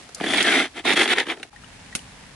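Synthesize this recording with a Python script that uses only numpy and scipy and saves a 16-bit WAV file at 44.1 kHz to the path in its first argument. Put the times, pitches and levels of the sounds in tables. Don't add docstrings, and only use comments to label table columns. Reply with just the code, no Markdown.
import sys
import numpy as np
from scipy import signal
from scipy.fft import rfft, irfft
from scipy.io import wavfile

SR = 44100
rng = np.random.default_rng(int(sys.argv[2]) if len(sys.argv) > 2 else 0)


def master(y):
    cut = np.clip(np.atleast_2d(y).T, -1, 1)
    pcm = np.round(cut * 32767)
    wavfile.write(sys.argv[1], SR, pcm.astype(np.int16))


N = 103635

# nominal frequency in Hz, nominal bandwidth in Hz, gain in dB.
TUB_RESONANCES = [(274, 101.3, -1.5), (344, 108, 0.5), (433.4, 97, -5), (660, 94, -7), (783, 146, -8.5)]
SHELL_RESONANCES = [(1390, 235, -2), (1830, 220, 2.5), (2135, 214, 3), (2553, 220, 0.5), (3406, 564, -2)]
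# frequency in Hz, gain in dB.
CLICK_SPECTRUM = [(500, -29), (2500, -30), (4500, -1.5), (6800, -2.5), (9000, -4.5), (11200, -5)]
TUB_BAND_HZ, SHELL_BAND_HZ = (180, 1270), (930, 4700)
SLIPS_PER_S, SLIP_SPREAD_DB = 3300, 3


def stroke(rise, hold, fall, shells_db, tub_db, grit_db, rumble_db, shell_pitch, tub_pitch, count=5):
    # frequency in Hz, gain in dB.
    rumble_spectrum = [(20, -4), (60, -12), (170, 7.5), (260, 3.5), (600, -49), (3000, -84)]
    grit_spectrum = [(300, -34), (2000, -22), (4200, 4.5), (5200, 1.5), (6300, -0.5), (7600, -3.5),
                     (9900, 0), (11200, -5)]
    t = np.arange(0, rise + hold + fall, 1 / SR)
    n = len(t)
    push = np.minimum(t / rise, 1) ** 1.16 * np.clip((t[-1] - t) / fall, 0, 1) ** 1.49
    chatter = amp(1.28 * wander(n, step_s=0.00804))
    slips = [impulses(n, SLIPS_PER_S / count, SLIP_SPREAD_DB) * chatter
             * amp(2 * wander(n, step_s=0.01436)) for _ in range(count)]
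    shells = amp(shells_db) * shell_ring(slips, shell_pitch)
    tub = amp(tub_db) * unit_rms(resonate(sum(slips), TUB_RESONANCES, TUB_BAND_HZ, tub_pitch))
    rumble = amp(rumble_db) * unit_rms(colour(sum(slips), rumble_spectrum))
    grains = impulses(n, per_s=5000, spread_db=2.5) * chatter
    grit = amp(grit_db) * unit_rms(colour(grains, grit_spectrum))
    return push * reflections(shells + tub + grit + rumble)


def shell_ring(slips, pitch, tone_spread=0.092, glide_depth=0.029, tone_db=-6.5):
    # nominal frequency in Hz, bandwidth in Hz, gain in dB.
    clear_tones = [(1708, 74, 0), (2200, 58, 1), (3406, 85, -0.5)]
    n = len(slips[0])
    tunings = pitch * (1 + 0.038 * np.linspace(-1, 1, len(slips)))
    hollow = sum(resonate(x, SHELL_RESONANCES, SHELL_BAND_HZ, tuning)
                 for x, tuning in zip(slips, tunings))
    glides = [tuning * (1 + tone_spread * rng.uniform(-1.003, 1) + glide_depth * wander(n, 0.0296))
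              for tuning in tunings]
    tones = sum(amp(db) * sliding_resonance(x, hz * glide, width)
                for x, glide in zip(slips, glides) for hz, width, db in clear_tones)
    return unit_rms(unit_rms(hollow) + amp(tone_db) * unit_rms(tones))


def bump(tub_db, shells_db, click_db, pitch):
    contact = burst(t60=0.028)
    contact[0] = amp(16.5)
    tub = amp(tub_db) * fixed_energy(resonate(contact, TUB_RESONANCES, TUB_BAND_HZ, pitch))
    shells = amp(shells_db) * fixed_energy(resonate(contact, SHELL_RESONANCES, SHELL_BAND_HZ, pitch))
    click = amp(click_db) * fixed_energy(colour(burst(t60=0.035), CLICK_SPECTRUM))
    return reflections(tub + shells + click)


def drag(path):
    times, hz, db = np.transpose(path)
    t = np.arange(times[0], times[-1], 1 / SR)
    slips = impulses(len(t), SLIPS_PER_S, SLIP_SPREAD_DB)
    tone = unit_rms(sliding_resonance(slips, np.interp(t, times, hz), width_hz=196))
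    return reflections(tone * amp(np.interp(t, times, db)) * signal.windows.tukey(len(t), .1))


def hammer(crack_db, ring_db, size=12000):
    # frequency in Hz, gain in dB, 60 dB decay time in seconds.
    stake_modes = [(220, 5, 0.035), (1470, 0, 0.035), (2145, 3.5, .03), (2570, 2.5, 0.042),
                   (2640, -3, 0.043), (6635, 1.5, 0.034), (9370, 0, 0.034)]
    # frequency in Hz, gain in dB.
    crack_spectrum = [(100, -11), (270, 8), (800, -5.5), (1500, -3), (2600, 2), (3600, 3), (6500, 2),
                      (8000, 0), (9800, 7), (11200, 0.5)]
    forest_spectrum = [(300, 1), (800, -7), (11000, -1.5)]

    def stereo_burst(spectrum, t60):
        return np.array([fixed_energy(colour(burst(t60, size), spectrum)) for _ in range(2)])

    t = np.arange(size) / SR
    ring = sum(amp(db) * decay(t, t60) * np.sin(2 * np.pi * hz * t) for hz, db, t60 in stake_modes)
    blow = amp(crack_db) * stereo_burst(crack_spectrum, t60=0.024) + amp(ring_db) * fixed_energy(ring)
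    bank = amp(-2) * stereo_burst(crack_spectrum, t60=0.052)
    forest = amp(-8.5) * stereo_burst(forest_spectrum, t60=0.28)
    add(blow, .0052, amp(crack_db) * (bank + forest))
    return blow


def drop(hz, db, t60, pan_db, rise_per_s=1.1, attack_s=0.00056):
    t = np.arange(4096) / SR
    phase = 2 * np.pi * hz * (t + rise_per_s * t ** 2 / 2)
    bubble = np.sin(phase) * decay(t, t60) * np.minimum(t / attack_s, 1)
    splash = amp(-9.5) * colour(burst(t60=0.027), CLICK_SPECTRUM)
    return amp(db) * (bubble + splash) * amp([[pan_db / 2], [-pan_db / 2]])


def stream(spectrum, levels):
    # frequency in Hz, correlation from 0 to 1.
    ear_correlation = [(170, 0.95), (480, 0.33), (1400, 0.46), (4000, 0)]
    hz = np.fft.rfftfreq(N, 1 / SR)
    left, independent = (rfft(impulses(N, per_s=9000, spread_db=4)) for _ in range(2))
    likeness = np.clip(at_frequency(ear_correlation, hz), 0, 1)
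    right = likeness * left + np.sqrt(1 - likeness ** 2) * independent
    wash = irfft(np.array([left, right]) * amp(at_frequency(spectrum, hz)), N)
    return unit_rms(wash) * amp(np.interp(np.arange(N) / SR, *np.transpose(levels)))


def reflections(x, right_lag_s=.000014):
    # frequency in Hz, gain in dB.
    side_spectrum = [(350, -14.5), (750, -9), (1300, -13), (2200, -9.5), (3500, -4), (5500, -2)]
    tail = burst(t60=0.025, size=8192)
    reflected = signal.fftconvolve(x, tail / np.linalg.norm(tail))[:len(x)]
    side = colour(reflected, side_spectrum)
    lag = np.exp(-2j * np.pi * np.fft.rfftfreq(len(x), 1 / SR) * right_lag_s)
    right = irfft(rfft(x - side) * lag, len(x))
    return np.array([x + side, right]) / np.sqrt(1 + np.sum(side ** 2) / np.sum(x ** 2))


def resonate(x, modes, band_hz, pitch):
    ring = sum((-1) ** k * amp(db) * signal.lfilter(*signal.iirpeak(hz * pitch, hz / width, SR), x)
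               for k, (hz, width, db) in enumerate(modes))
    radiation = signal.butter(3, np.multiply(band_hz, pitch), "band", fs=SR, output="sos")
    return signal.sosfilt(radiation, ring)


def sliding_resonance(x, hz, width_hz):
    carrier = np.exp(2j * np.pi * np.cumsum(hz) / SR)
    pole = np.exp(-np.pi * width_hz / SR)
    envelope = signal.lfilter([(1 - pole) ** 2], [1, -2 * pole, pole * pole], x / carrier)
    return 2 * (carrier * envelope).real


def colour(x, spectrum, size=2048):
    log_gain = np.log(amp(at_frequency(spectrum, abs(np.fft.fftfreq(size, 1 / SR)))))
    taps = np.fft.ifft(np.exp(np.conj(signal.hilbert(log_gain)))).real
    return signal.fftconvolve(x, taps[:size // 2])[:len(x)]


def impulses(n, per_s, spread_db):
    chance, size, sign = rng.random((3, N))[:, :n]
    strength = amp(-spread_db * np.log(np.maximum(size, .02)))
    return (chance < per_s / SR) * strength * np.sign(sign - .5)


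def burst(t60, size=4096):
    return rng.choice([-1., 1.], size) * decay(np.arange(size) / SR, t60)


def wander(n, step_s):
    knots = rng.standard_normal(N // 16)
    return np.interp(np.arange(n) / SR / step_s, np.arange(len(knots)), knots)


def decay(t, t60):
    return np.exp(-np.log(1000) * t / t60)


def amp(db):
    return 10 ** (np.asarray(db) / 20)


def unit_rms(x):
    return x / np.sqrt(np.mean(x ** 2) + 1e-20)


def fixed_energy(x):
    return x * np.sqrt(220) / np.linalg.norm(x)


def at_frequency(points, hz):
    frequencies, values = np.transpose(points)
    return np.interp(np.log(hz + 1), np.log(frequencies + 1), values)


def add(mix, start_s, sound):
    part = mix[:, max(round(start_s * SR), 0):][:, :sound.shape[-1]]
    part += sound[..., :part.shape[1]]


def scene():
    # start, rise, hold and fall in seconds, levels of shells, tub, grit
    # and rumble in dB, pitch factors of shells and tub.
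    strokes = [(0.149, 0.02, 0.065, .03, -50.5, -45.5, -48.5, -54, 1.1, 1.84),
               (0.194, 0.13, 0.018, 0.057, -23, -24, -31, -37.5, 0.95, 0.99),
               (0.336, 0.052, 0.027, 0.036, -18.5, -26, -29, -41, 1.003, 0.94),
               (.41, 0.056, 0.065, 0.08, -20, -25, -30.5, -62, 0.99, 0.98),
               (.525, 0.029, 0.051, 0.092, -21, -24, -31.5, -52, 0.99, 0.99),
               (0.738, 0.033, 0.019, 0.037, -33.5, -35.5, -45.5, -74, 0.98, 1),
               (0.838, 0.044, 0.044, 0.039, -18, -25, -31, -45, 1.013, 1.07),
               (0.948, 0.023, 0.061, 0.06, -18, -24.5, -28.5, -46.5, 0.98, 1.096),
               (1.064, 0.039, 0.026, 0.022, -19, -26.5, -31, -54, 1, 1.1),
               (1.135, 0.055, .004, 0.064, -21.5, -24.5, -35, -55, 0.98, 1.176),
               (1.248, 0.053, 0.0081, 0.051, -27.5, -29.5, -40, -64, 0.95, 1.06),
               (1.336, 0.026, 0.08, 0.034, -54, -47, -61, -71, 0.69, 1.02)]
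    # start in seconds, levels of tub, shells and click in dB, pitch factor.
    bumps = [(.090, -42, -48.5, -49, 1.93), (.147, -51, -54, -26, 0.88), (.200, -30, -30, -46, 0.66),
             (0.2093, -21, -30, -48, 0.98), (.262, -26.5, -27, -38, 0.83), (0.239, -25.5, -24.5, -52, 0.94),
             (.335, -30, -18, -31, 0.93), (.3735, -25, -22, -32, 1.13), (.406, -31.5, -18.5, -42.5, 1.12),
             (.427, -49, -30, -20, 1.4), (0.5249, -38, -22, -43, 0.946), (0.8512, -20, -32, -38.5, 0.997),
             (0.854, -24.5, -28, -35, 1.07), (.934, -23.5, -29, -26, 0.75),
             (1.0568, -22.5, -19.5, -47, 0.95), (1.077, -29, -21, -30.5, 1.06),
             (1.1038, -26, -20, -39, 0.97), (1.1324, -25, -17.5, -29.5, 1.07),
             (1.1832, -25, -15, -29, 1.04), (1.2, -50, -19.5, -31, 1.16), (1.268, -30, -31.5, -47, 0.88),
             (1.300, -42, -22, -48, 0.9), (1.320, -34.5, -28, -45, 0.85), (1.372, -42, -44, -54, 0.91),
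             (1.398, -39.5, -44, -53, 1.08), (1.4293, -40, -28.5, -37.5, 1.08)]
    # time in seconds, pitch in Hz, level in dB.
    drag_paths = [
        [(.262, 3440, -33), (.295, 3350, -29.5), (.335, 3510, -30.5), (.35, 3400, -40)],
        [(.44, 1810, -29), (.468, 1695, -26), (.505, 1616, -27), (.527, 1480, -21.5), (.552, 1370, -37),
         (.612, 1380, -27), (.63, 1410, -42)],
        [(.47, 1980, -41), (.505, 2060, -28), (.524, 2290, -20.5), (.55, 2040, -24), (.577, 2050, -22.5),
         (.605, 2150, -26), (.627, 2090, -31), (.646, 2160, -32), (.66, 2177, -47)],
        [(1.177, 1880, -26), (1.197, 2140, -24), (1.212, 1870, -31), (1.236, 1730, -32)],
    ]
    # start in seconds, levels of crack and ring in dB.
    blow = (1.9514, -20, -24)
    # start in seconds, initial pitch in Hz, level in dB,
    # 60 dB decay time in seconds, left over right in dB.
    drops = [(1.529, 1340, -42, 0.015, 13), (1.532, 814, -44.5, 0.12, 12), (1.562, 1850, -37, 0.043, 10),
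             (1.637, 1340, -39.5, 0.019, 17), (1.644, 2900, -36.5, 0.02, 11), (1.9267, 1900, -32, 0.042, 4),
             (1.9917, 2920, -35, 0.014, 17)]
    # frequency in Hz, relative density in dB.
    near_spectrum = [(24, -39), (40, -4.5), (340, -8), (494, -13.5), (703, -10), (1420, -14.5), (1750, -12),
                     (3910, -15), (11000, -23)]
    open_spectrum = [(18, -38.5), (30, -5), (146, -4.5), (270, -7.5), (338, -16), (432, -14), (658, -14),
                     (885, -12), (1250, -16.5), (1810, -12.5), (2050, -14), (11000, -26.5)]
    # time in seconds, level in dB.
    near_levels = [(0, -42), (0.069, -47), (.7, -48), (1.46, -50), (1.497, -50.5), (1.503, -83.5)]
    open_levels = [(1.495, -88), (1.507, -55.5), (1.561, -47.5), (1.66, -45.5), (1.85, -44), (2.35, -45)]
    mix = stream(near_spectrum, near_levels) + stream(open_spectrum, open_levels)
    for source, rows in (stroke, strokes), (bump, bumps), (drop, drops), (hammer, [blow]):
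        for start, *row in rows:
            add(mix, start, source(*row))
    for path in drag_paths:
        add(mix, path[0][0], drag(path))
    return mix


def record(dry, cutoff_hz=11130):
    taps = signal.firwin(511, cutoff_hz, window=("kaiser", 9), fs=SR)
    return signal.oaconvolve(dry, taps[None], "same")


dry = scene()
out = record(dry)
master(out)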